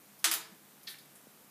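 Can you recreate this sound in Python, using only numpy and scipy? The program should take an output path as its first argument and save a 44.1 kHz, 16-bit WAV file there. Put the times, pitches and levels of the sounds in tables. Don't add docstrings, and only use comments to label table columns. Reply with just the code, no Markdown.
import sys
import numpy as np
from scipy import signal
from scipy.fft import rfft, irfft
from scipy.io import wavfile
from scipy.ndimage import uniform_filter1d

SR = 44100
rng = np.random.default_rng(int(sys.argv[2]) if len(sys.argv) > 2 else 0)


def waveform_to_disk(signal):
    frames = np.transpose(np.atleast_2d(signal))
    scaled = np.clip(frames, -1, 1) * 32767
    samples = np.round(scaled).astype(np.int16)
    wavfile.write(sys.argv[1], SR, samples)


def nominal_scale(level):
    x = np.asarray(level, float) / 20
    return 10 ** x


N = 66150

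SNAP_TIMES = [.191, .2427, .3137, .3255, .3386, .832, .901, .985]
SNAP_LENGTHS = [.004, .00025, .0007, .003, .0005, .002, .0015, .003]
# (rind crack level [dB], juice spit level [dB])
SNAP_LEVELS = [
    (-72, -52.5),
    (-9, -58),
    (-20, -21),
    (-28.5, -51),
    (-26, -19.5),
    (-85, -51),
    (-44, -54),
    (-71, -51.5),
]
# (frequency [Hz], level [dB per Hz])
CRACK_SPECTRUM = [(60, -83), (300, -41.5), (900, -5.5), (1600, -5), (4000, -3.5), (7000, -5.5),
                  (10000, -4.5), (15000, -15.5)]
# (frequency [Hz], level [dB per Hz])
SPIT_SPECTRUM = [(1500, -47), (5000, -3), (8000, -13), (10500, 2), (12500, -5.5), (14300, 3), (16000, -15)]
# (frequency [Hz], level [dB], t60 [s])
BOWL_MODES = [(230, -66, 0.26), (329, -51.5, 0.22), (444, -53.5, 0.16), (633, -54.5, 0.22), (872, -56, 0.1),
              (1086, -55, 0.098), (1246, -49, 0.34)]
SQUELCH_TIMES = [.868, .874, .870, .9405, .983, 1.150]
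SQUELCH_LEVELS = [-42, -50, -52, -51, -58, -58]
# (trim [dB], pitch [Hz], length [s])
SQUELCH_SHAPES = [
    (.1, 3990, 0.015),
    (0.097, 1760, 0.01),
    (0.096, 11800, 0.045),
    (.1, 2160, 0.0038),
    (0.088, 4300, .008),
    (0.104, 9900, 0.013),
]
# (time [s], level [dB], pitch [Hz], cycles [count], glide [share of pitch])
DROP_THUDS = [
    (.511, -52, 190, 6, .01),
    (1.269, -46, 420, 1.8, -.4),
    (1.270, -54, 185, 2.6, -.2),
    (.435, -63, 1330, 100, .14),
]
# (frequency [Hz], t60 [s])
ROOM_DECAY = [(250, 1), (800, 0.52), (2000, 0.45), (5500, 0.37), (10000, .28), (15000, 0.21)]
# (frequency [Hz], level [dB per Hz])
HISS_SPECTRUM = [(24, -70), (40, -39), (190, -4), (495, -10), (621, -11.5), (670, -10), (5010, -19),
                 (13400, -15), (16400, -19)]
# (frequency [Hz], level [dB rms], width [Hz])
HUM_LINES = [(145.7, -76.5, 6.6), (203.3, -75.5, 7), (13220, -73.5, 150)]


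def evened(x):
    return x / np.sqrt(np.mean(x ** 2) + 1e-20)


def read(points, hz):
    f, value = np.transpose(points)
    return np.interp(np.log(hz + 1), np.log(f + 1), value)


def add(mix, s, sound):
    part = mix[round(s * SR):][:len(sound)]
    part += sound[:len(part)]


def colour(x, points):
    log_gain = np.log(nominal_scale(read(points, abs(np.fft.fftfreq(4096, 1 / SR)))))
    taps = np.fft.ifft(np.exp(log_gain - 1j * signal.hilbert(log_gain).imag)).real[:2048]
    return signal.oaconvolve(x, taps / np.linalg.norm(taps))[:N]


def resonate(x, hz, width):
    turn = np.exp(2j * np.pi * hz * np.arange(len(x)) / SR)
    r = np.exp(-np.pi * width / SR)
    return 2 * (turn * signal.lfilter([1 - r], [1, -r], x / turn)).real


def snaps():
    crack, spit = np.zeros(N), np.zeros(N)
    noise = rng.standard_normal((len(SNAP_LEVELS), 2, 1024))
    for s, length, (crack_db, spit_db), (a, b) in zip(SNAP_TIMES, SNAP_LENGTHS, SNAP_LEVELS, noise):
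        add(crack, s, nominal_scale(crack_db) * tear(length, a))
        add(spit, s, nominal_scale(spit_db) * tear(length, b))
    bowl = signal.fftconvolve(crack, bowl_ring())[:N]
    return colour(crack, CRACK_SPECTRUM), colour(spit, SPIT_SPECTRUM), bowl


def tear(length, noise):
    t = np.arange(len(noise)) / SR / length
    burst = noise * t * np.exp(-2 * t)
    for _ in range(4):
        z = rfft(burst)
        flat = irfft(z / uniform_filter1d(abs(z), size=5), len(t))
        burst = flat * (t < 3)
    return burst / abs(burst).max()


def bowl_ring():
    rise_s, longest_s = .006, .22
    t = np.arange(SR // 2) / SR
    ring = np.zeros(len(t))
    for hz, db, t60 in BOWL_MODES:
        ring += nominal_scale(db - 60 * t / min(t60, longest_s)) * np.sin(2 * np.pi * hz * t)
    return ring * (1 - np.exp(-t / rise_s))


def squelches():
    pops_per_s, spread, sharpness = 3500, .08, 3.0
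    out = np.zeros(N)
    draws = rng.random((len(SQUELCH_SHAPES), 2, 3000))
    for s, db, (trim_db, hz, length), (u, v) in zip(SQUELCH_TIMES, SQUELCH_LEVELS, SQUELCH_SHAPES, draws):
        t = np.arange(3000) / SR / length
        swell = (2 * t * np.exp(1 - 2 * t)) ** 2
        pops = (u < pops_per_s / SR) * (v - .5)
        width = hz / sharpness
        cavities = np.zeros(len(t))
        for k in (1 - spread, 1 + spread):
            cavities += resonate(resonate(pops, hz * k, width), hz * k, width)
        ring = swell * cavities
        level = nominal_scale(db + np.clip(trim_db, -2, 2))
        add(out, s, level * ring * np.linalg.norm(swell) / np.linalg.norm(ring))
    return out


def thuds():
    out = np.zeros(N)
    for s, db, hz, cycles, glide in DROP_THUDS:
        u = np.arange(0, 1, hz / cycles / SR)
        phase = 2 * np.pi * cycles * (u + glide * (u ** 2 - u))
        add(out, s, nominal_scale(db) * np.sin(np.pi * u) ** 2 * np.sin(phase))
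    return out


def kitchen(x):
    early_t60_s, early_db, tail_db = 0.16, 6, 3.5
    taps = np.zeros((2, 30000))
    at = np.arange(18, 29990, 6) + rng.integers(0, 6, (2, 4996))
    np.put_along_axis(taps, at, rng.choice([-1., 1.], at.shape), 1)
    early = taps[0] * nominal_scale(-60 * np.arange(30000) / SR / early_t60_s)
    hz, t, z = signal.stft(taps[1], SR, nperseg=256)
    decay = nominal_scale(-60 * t / read(ROOM_DECAY, hz)[:, None])
    tail = signal.istft(z * decay, SR, nperseg=256)[1][:30000]
    tail[:60] = 0
    room = nominal_scale(early_db) * early / np.linalg.norm(early)
    room = room + nominal_scale(tail_db) * tail / np.linalg.norm(tail)
    return signal.fftconvolve(x, room)[:N]


def background():
    hiss_db, patchy_db = -59, -0.5
    frames, hz = N // 256 + 5, np.fft.rfftfreq(1024, 1 / SR)
    a, b, patches = rng.standard_normal((frames, 513, 3)).T
    patches = uniform_filter1d(patches, size=20, axis=0)
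    patches = evened(uniform_filter1d(patches, size=10, axis=1))
    z = (a + 1j * b) * nominal_scale(read(HISS_SPECTRUM, hz)[:, None] + patchy_db * patches)
    out = nominal_scale(hiss_db) * evened(signal.istft(z, nperseg=1024, noverlap=768)[1][:N])
    for f, db, width in HUM_LINES:
        hum = resonate(resonate(rng.standard_normal(N), f, width), f, width)
        out = out + nominal_scale(db) * evened(hum)
    return out


def scene():
    crack, spit, bowl = snaps()
    squelch = squelches()
    direct = nominal_scale(-.7) * crack + nominal_scale(5.0) * spit + squelch + bowl + thuds()
    heard = direct + kitchen(crack + spit + bowl + nominal_scale(-5.5) * squelch)
    low_cut = signal.butter(4, 125, "high", fs=SR, output="sos")
    return (signal.sosfilt(low_cut, heard) + background())[None]


def roll_off(x):
    return signal.sosfilt(signal.butter(12, 16510, fs=SR, output="sos"), x)


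def record(dry):
    edge_hz, shelf_db = 15270, -54
    lowpass = signal.firwin(301, edge_hz, window=("kaiser", 7), fs=SR)
    passed = signal.oaconvolve(dry, lowpass[None], "same")
    mix = passed + nominal_scale(shelf_db) * (dry - passed)
    return roll_off(mix)


dry = scene()
out = record(dry)
waveform_to_disk(out)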